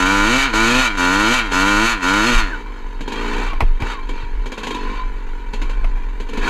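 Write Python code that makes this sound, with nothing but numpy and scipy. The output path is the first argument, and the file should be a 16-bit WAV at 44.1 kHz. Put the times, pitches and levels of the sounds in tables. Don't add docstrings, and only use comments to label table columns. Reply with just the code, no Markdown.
import sys
import numpy as np
from scipy import signal
from scipy.fft import rfft, irfft, next_fast_len
from scipy.io import wavfile
from scipy.ndimage import uniform_filter1d, map_coordinates

SR = 44100
rng = np.random.default_rng(int(sys.argv[2]) if len(sys.argv) > 2 else 0)


def persist_wave(psi):
    counts = np.round(np.clip(psi, -1, 1) * 32767).astype(np.int16)
    wavfile.write(sys.argv[1], SR, np.atleast_2d(counts).T)


N = 286209
TIME = np.arange(N) / SR
IDLE_HZ = 47.6


def from_db(db):
    return 10 ** (np.asarray(db) / 20)


def even(x, size):
    power = uniform_filter1d(uniform_filter1d(x * x, size), size)
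    return x / np.sqrt(np.maximum(power, 1e-12))


def drift(rate):
    steps = rng.standard_normal(8192)
    return np.interp(TIME * rate, np.arange(len(steps)), steps)


def body(x, spectrum, modes=()):
    size = 2 * next_fast_len(N // 2 + SR // 4)
    hz = np.maximum(np.arange(size // 2 + 1) * SR / size, 1)
    points = np.array(spectrum)
    db = np.interp(np.log(hz), np.log(points[:, 0]), points[:, 1])
    beyond = np.maximum(hz / points[-1, 0], 1) * np.maximum(points[0, 0] / hz, 1)
    db = db - 20 * np.log(beyond)
    for centre, width, lift in modes:
        db = db + lift / (1 + (2 * (hz - centre) / width) ** 2)
    gain = from_db(db) / np.sqrt(np.mean(from_db(db) ** 2))
    cepstrum = irfft(np.log(gain))[:size // 2]
    cepstrum[1:] *= 2
    response = np.exp(rfft(cepstrum, size))
    return irfft(rfft(x, size) * response)[:N]


def bursts(times, levels_db, rise, decay):
    out = np.zeros(N)
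    for s, db in zip(times, levels_db):
        age = np.maximum(TIME - s, 0)
        out += from_db(db) * (1 - np.exp(-age / rise)) * np.exp(-np.minimum(age / decay, 20))
    return out


# [t/s, f/Hz in turns per second]
CLIMB_TURNS = [
    [(0.0, 91), (0.054, 92.3), (0.108, 97.8), (0.238, 101.5), (0.374, 133.5), (0.43, 136), (0.46, 139),
     (0.498, 120), (0.52, 108)],
    [(0.54, 106), (0.594, 111), (0.668, 114.6), (0.714, 121), (0.8, 130), (0.834, 130), (0.878, 114),
     (0.932, 97.5), (0.96, 102)],
    [(0.98, 90.4), (1.034, 89.0), (1.086, 90), (1.266, 109.4), (1.354, 129), (1.392, 121), (1.47, 102),
     (1.492, 92), (1.51, 96)],
    [(1.53, 89.8), (1.604, 94), (1.698, 102), (1.766, 102), (1.828, 111.4), (1.914, 119.5), (1.94, 110),
     (1.996, 93.4), (2.01, 94)],
    [(2.03, 87), (2.066, 90.2), (2.15, 100.5), (2.188, 104.6), (2.232, 108), (2.29, 124.4), (2.326, 119),
     (2.386, 116), (2.44, 102)],
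]
# [t/s, f/Hz in turns per second]
ROLL_TURNS = [(2.5, 84.4), (2.65, 51), (3.04, 45.2), (3.21, 57.5), (3.42, 60.5), (3.55, 50.7), (3.78, 43.3),
              (3.88, 63.4), (3.99, 51), (4.07, 48), (4.2, 45), (4.44, 47.7), (4.56, 54), (4.69, 52),
              (4.81, 46.7), (4.94, 50.3), (5.1, 47.4), (5.52, 45), (5.66, 51.5), (5.73, 50.7), (5.92, 48),
              (6.2, 43.4), (6.39, 49.5), (6.49, 70)]


def crank_speed():
    s, turns_per_s = np.vstack([*CLIMB_TURNS, ROLL_TURNS]).T
    lead_s = .006
    return np.interp(TIME + lead_s, s, turns_per_s)


def twist(opens, shuts, rise_s, release_s):
    rise = 1 - np.exp(-np.maximum(TIME - opens, 0) / rise_s)
    return rise / (1 + (np.maximum(TIME - shuts, 0) / release_s) ** 3)


# [opens t/s, shuts t/s, relative drive level/dB, base rise time/s,
#                          relative gear whine level/dB]
TWISTS = [(-0.05, .425, 0, .003, -8), (.528, .848, .7, .003, -4), (.968, 1.375, 0, .003, -4),
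          (1.512, 1.905, .2, .003, -6), (2.015, 2.382, -.2, .005, 4), (3.05, 3.44, -9.3, .08, 3),
          (3.803, 3.905, -10, .025, 2), (4.09, 4.2, -18.5, .025, -8), (4.56, 4.96, -16, .06, 4.5),
          (5.56, 5.7, -26, .04, -15), (6.3, 6.44, -14, .06, -8), (6.41, 6.5, 2.5, .15, -10)]


def drive(attack_s, release_s, early_s=0):
    return sum(from_db(db) * twist(opens, shuts - early_s, rise_s + attack_s, release_s + .4 * rise_s)
               for opens, shuts, db, rise_s, _ in TWISTS)


def loudness(law, speed, revs):
    full_db, revs_db, power, attack_s, release_s, early_s, idle_db, octave_db = law
    fired = from_db(full_db + revs_db * revs) * drive(attack_s, release_s, early_s) ** power
    shut = from_db(idle_db + octave_db * np.log2(speed / IDLE_HZ))
    return np.hypot(fired, shut)


def blowdown(speed, uneven_db, jitter_s, rough, jet_turns):
    turns = np.cumsum(speed) / SR
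    opens = np.interp(np.arange(int(turns[-1]) + 1), turns, np.arange(N))
    chance = rng.standard_normal((1024, 2))[:len(opens)]
    strength = from_db(uneven_db * chance[:, 0])
    at = np.clip(opens + jitter_s * SR * chance[:, 1], 0, N - 1).astype(int)
    pulses = np.zeros(N)
    pulses[at] = strength * np.sqrt(SR / speed[at])
    jet = np.exp(-(turns % 1) / jet_turns) * strength[turns.astype(int)]
    return pulses + rough * jet / np.sqrt(np.mean(jet ** 2)) * rng.standard_normal(N)


def scatter(x, spread_s):
    size = 2 * next_fast_len(N // 2 + SR // 4)
    hz = np.arange(size // 2 + 1) * SR / size
    marks = np.linspace(0, SR / 2, num=256)
    delay = np.interp(hz, marks, spread_s * rng.exponential(1, len(marks)))
    phase = 2 * np.pi * np.cumsum(delay) * SR / size
    return irfft(rfft(x, size) * np.exp(-1j * phase))[:N]


# [f/Hz, relative level/dB]
EXHAUST_BOOM = [(40, -90), (90, -5.5), (135, -5), (160, -11), (190, 1.5), (275, 8.5), (330, 8.5), (380, -8),
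                (480, 0), (530, -3), (575, -15), (660, -9.5), (760, -27), (1100, -113.5)]
# [f/Hz, relative level/dB]
EXHAUST_OVERRUN = [(50, -10), (100, -13.5), (150, -10), (200, -1), (245, 5), (300, 2.5), (365, -3.5),
                   (425, 5), (490, -3), (570, -20), (680, -35), (1100, -45)]
# [f/Hz, relative level/dB]
CHAMBER = [(400, -50), (720, -25), (850, -5), (980, 3), (1140, -6), (1270, -6), (1400, 1), (1520, 3),
           (1700, -7), (2000, -17), (3000, -45)]
# [f/Hz, relative level/dB]
ENGINE_CASING = [(400, -2.5), (690, -10.5), (850, 1.5), (985, 7.5), (1130, -6), (1300, -8), (1550, 1),
                 (1850, -6), (2100, -7), (3000, -31.5)]
# [f/Hz, relative level/dB]
PIPE_STEEL = [(500, -11.5), (1400, 1.5), (1800, 0.5), (2120, -6), (2500, -0.5), (3100, -6.5), (3500, -9.5),
              (4400, -8.5), (5100, -18), (5600, -18.5), (6400, -8), (7700, -18), (9400, -29),
              (10600, -24.5), (15000, -39.5)]
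# [f/Hz, width/Hz, lift/dB]
PIPE_MODES = [(2330, 91, 14.5), (2663, 41, 8), (2713, 27, -9), (2970, 75, 5), (3170, 40, 3), (3210, 32, 13),
              (3733, 76, 9), (3920, 40, 5), (4276, 33.6, 10.5), (4480, 52, 3.5), (5083, 33, 11.5),
              (6650, 107, -16), (6850, 53, 7.5), (8200, 190, 4)]
# [level/dB at full drive, change/dB at high revs, power of the drive,
#   attack/s and release/s (gentle twists lengthen both), fades early by/s,
#   level/dB at idle with the throttle shut, rise/dB per octave of speed]
LOW_VOICE = (-20, 1.2, 0.73, 0.03, 0.01, 0.0544, -41.5, 10)
MIDDLE_VOICE = (-17.6, -8, 1.22, .012, .036, .008, -41.5, 12)
RASP_VOICE = (-20.5, 3.5, 1, 0.016, 0.0464, 0, -46.2, 13.5)
SIZZLE_VOICE = (-19, 2, 1.54, 0.0057, 0.0345, 0, -50.5, 13.5)
PIPE_SETS_IN_HZ, PIPE_SPAN_HZ = 62.6, 22
HIGH_REVS_HZ, HIGH_REVS_SPAN_HZ = 105.5, 23
SIZZLE_EDGE_HZ = 4730


def engine(speed):
    load = np.clip((speed - PIPE_SETS_IN_HZ) / PIPE_SPAN_HZ, 0, 1)
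    loaded, idle = np.sqrt(load), np.sqrt(1 - load)
    throttle = load * np.clip(drive(attack_s=0.0095, release_s=0.074), 0, 1)
    revs = np.clip((speed - HIGH_REVS_HZ) / HIGH_REVS_SPAN_HZ, 0, 1)
    crack_rough, shock_rough = .18 + .45 * revs, .4 + .3 * revs + 1.3 * idle
    slugs = blowdown(speed, uneven_db=.5, jitter_s=.00003, rough=.13, jet_turns=.6)
    puffs = blowdown(speed, uneven_db=.8, jitter_s=.00005, rough=.36, jet_turns=1.5)
    cracks = blowdown(speed, uneven_db=1.1, jitter_s=.00002, rough=crack_rough, jet_turns=.7)
    shocks = blowdown(speed, uneven_db=1.9, jitter_s=.000018, rough=shock_rough, jet_turns=1.4)
    clatter = blowdown(speed, uneven_db=1.5, jitter_s=.00005, rough=.5 + 1.6 * idle, jet_turns=2.5)

    boom = even(body(slugs, EXHAUST_BOOM), size=1600)
    overrun = even(body(scatter(puffs, spread_s=0.01149), EXHAUST_OVERRUN), size=2600)
    bark = even(body(scatter(cracks, spread_s=.0026), CHAMBER), size=1600)
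    casing = even(body(scatter(clatter, spread_s=0.003996), ENGINE_CASING), size=2600)
    steel = even(body(scatter(shocks, spread_s=.006), PIPE_STEEL, PIPE_MODES), size=2000)
    below = signal.butter(5, SIZZLE_EDGE_HZ, "low", fs=SR, output="sos")
    above = signal.butter(5, SIZZLE_EDGE_HZ, "high", fs=SR, output="sos")
    rasp, sizzle = signal.sosfilt(below, steel), signal.sosfilt(above, steel)

    low = loaded * boom + idle * overrun
    middle = np.sqrt(throttle) * bark + np.sqrt(1 - throttle) * casing
    voices = (low, LOW_VOICE), (middle, MIDDLE_VOICE), (rasp, RASP_VOICE), (sizzle, SIZZLE_VOICE)
    return sum(voice * loudness(law, speed, revs) for voice, law in voices)


def reflections(x):
    treble = signal.sosfilt(signal.butter(2, 1900, "high", fs=SR, output="sos"), x)
    out = x
    for delay_s in (.0011, .0023, .0037):
        lag = delay_s + .00009 * drift(11)
        out = out + .33 * map_coordinates(treble, [np.arange(N) - lag * SR], order=3)
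    return out


# [f/Hz, relative level/dB]
WHINE_RADIATION = [(880, -45), (975, -42), (1035, -38), (1130, -42.5), (1300, -44), (1520, -23),
                   (1750, -33), (1980, -47), (2340, -32), (2900, -34)]
GEAR_TEETH = 21
LASH_DB, LASH_DELAY_S, LASH_WIDTH_S = 4, 0.07, 0.038
WHINE_COASTING_DB = -5.5
WHINE_WOBBLE = 0.02366


def gears(speed):
    hz = GEAR_TEETH * speed
    mesh = from_db(WHINE_COASTING_DB)
    for opens, shuts, _, rise_s, whine_db in TWISTS:
        lash = from_db(LASH_DB) * np.exp(-((TIME - shuts - LASH_DELAY_S) / LASH_WIDTH_S) ** 2)
        mesh = mesh + from_db(whine_db) * (twist(opens, shuts, rise_s, release_s=0.031) + lash)
    wobble = 1 + WHINE_WOBBLE * speed / IDLE_HZ * drift(400)
    db = np.interp(hz, *np.transpose(WHINE_RADIATION)) + 3.1 * drift(80)
    tone = np.sin(2 * np.pi * np.cumsum(hz * wobble) / SR)
    return mesh * from_db(db) * tone


# [t/s, relative level/dB]
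AIR_LEVEL = [(0.0, -31), (0.03, -21), (1.53, -27), (1.57, -21), (2.31, -26.5), (2.37, -11.5), (2.56, -27),
             (3.09, -26), (3.61, -15.5), (3.63, -9.5), (3.99, -25.5), (4.41, -16.5), (4.54, -35),
             (5.01, -19.5), (5.51, -24), (5.82, -14.5), (6.18, -23), (6.49, -19)]
# [f/Hz, relative level/dB]
AIR_COLOUR = [(10, -41.5), (21, -2.5), (28.5, 1), (34, -3), (41, -20), (52, -27.5), (66, -49), (100, -48.5),
              (200, -60), (800, -71)]
# [f/Hz, relative level/dB]
SUSPENSION = [(20, -21), (40, 2), (70, -10), (120, -16.5), (170, -36), (300, -29), (900, -45)]
HISS_DB = -68


def wind():
    db = np.interp(TIME, *np.transpose(AIR_LEVEL))
    lumps_db = 2.3 * drift(14)
    air = even(body(rng.standard_normal(N), AIR_COLOUR), size=2400)
    flutter = from_db(db + lumps_db + 0.37) * air
    hiss = from_db(HISS_DB) * rng.standard_normal(N)
    tyres = from_db(-46.5) * body(rng.standard_normal(N), SUSPENSION)
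    return flutter + hiss + tyres


# [t/s, relative crack level/dB, relative boom level/dB]
LONE_FIRINGS = [(0.5345, -17, -23), (1.516, -18.5, -20.5), (3.0068, -28, -25.5), (3.0768, -25.5, -23.5),
                (3.1204, -23.5, -35), (3.8015, -29, -27), (4.0906, -27.5, -27), (4.4584, -28, -26),
                (4.5187, -25.5, -29), (4.577, -25, -31), (4.6329, -22, -25), (4.6684, -23.5, -27),
                (4.7059, -24, -27), (4.745, -26, -29), (5.5337, -25, -27), (5.6161, -25.5, -28),
                (5.695, -29.5, -37), (6.2003, -29.5, -28.5), (6.2886, -31, -28.5), (6.3327, -29, -25.5),
                (6.3739, -24.5, -23)]
# [f/Hz, relative level/dB]
FIRING_STEEL = [(500, -28), (1400, 0.5), (2100, -9), (2500, 3), (3250, 0.5), (3550, -2), (4300, -3),
                (5500, -16.5), (6500, -3), (7600, -14.5), (9400, -25.5), (10600, -19.5), (15000, -37)]


def pops():
    s, crack_db, boom_db = np.transpose(LONE_FIRINGS)
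    gas = rng.standard_normal(N)
    steel = even(body(gas, FIRING_STEEL, PIPE_MODES), size=200)
    ring = steel * bursts(s - .001, crack_db, rise=0.0025, decay=0.021)
    bark = even(body(gas, ENGINE_CASING), size=400) * bursts(s, crack_db, rise=0.00141, decay=0.01)
    boom = even(body(gas, EXHAUST_OVERRUN), size=600) * bursts(s, boom_db, rise=0.0014, decay=0.02)
    return from_db(-4) * ring + from_db(1.5) * bark + from_db(1) * boom


# [t/s, relative level/dB]
CHASSIS_KNOCKS = [(3.532, -19.5), (3.605, -5), (3.618, -29), (3.677, -27), (3.821, -13.5), (5.843, -17),
                  (5.971, -28), (6.034, -30), (6.371, -22)]
# [t/s, relative level/dB]
SUSPENSION_THUDS = [(3.527, -27), (3.621, -12), (3.82, -22), (4.235, -29)]
# [f/Hz, relative level/dB]
FRAME = [(100, -35), (250, 9), (480, -7.5), (820, 9.5), (1150, 5), (1600, -6.5), (2400, 4.5), (3000, -7),
         (3800, -15.5), (4800, -15.5), (6500, -25.5), (11000, -29.5), (15000, -36)]


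def bumps():
    s, db = np.transpose(CHASSIS_KNOCKS)
    crack = bursts(s, db, rise=0.00056, decay=0.0019)
    rattle = from_db(-9) * bursts(s, db, rise=0.0011, decay=0.015)
    knocks = body((crack + rattle) * rng.standard_normal(N), FRAME)
    thump = even(body(rng.standard_normal(N), SUSPENSION), size=900)
    thuds = thump * bursts(*np.transpose(SUSPENSION_THUDS), rise=0.0024, decay=0.014)
    return from_db(-2.5) * knocks + from_db(9) * thuds


def scene():
    speed = crank_speed()
    return (reflections(engine(speed)) + gears(speed) + wind() + pops() + bumps())[None, :]


def record(dry):
    low_pass = signal.ellip(12, .1, 80, 15350, fs=SR, output="sos")
    return signal.sosfilt(low_pass, np.tanh(dry))


dry = scene()
out = record(dry)
persist_wave(out)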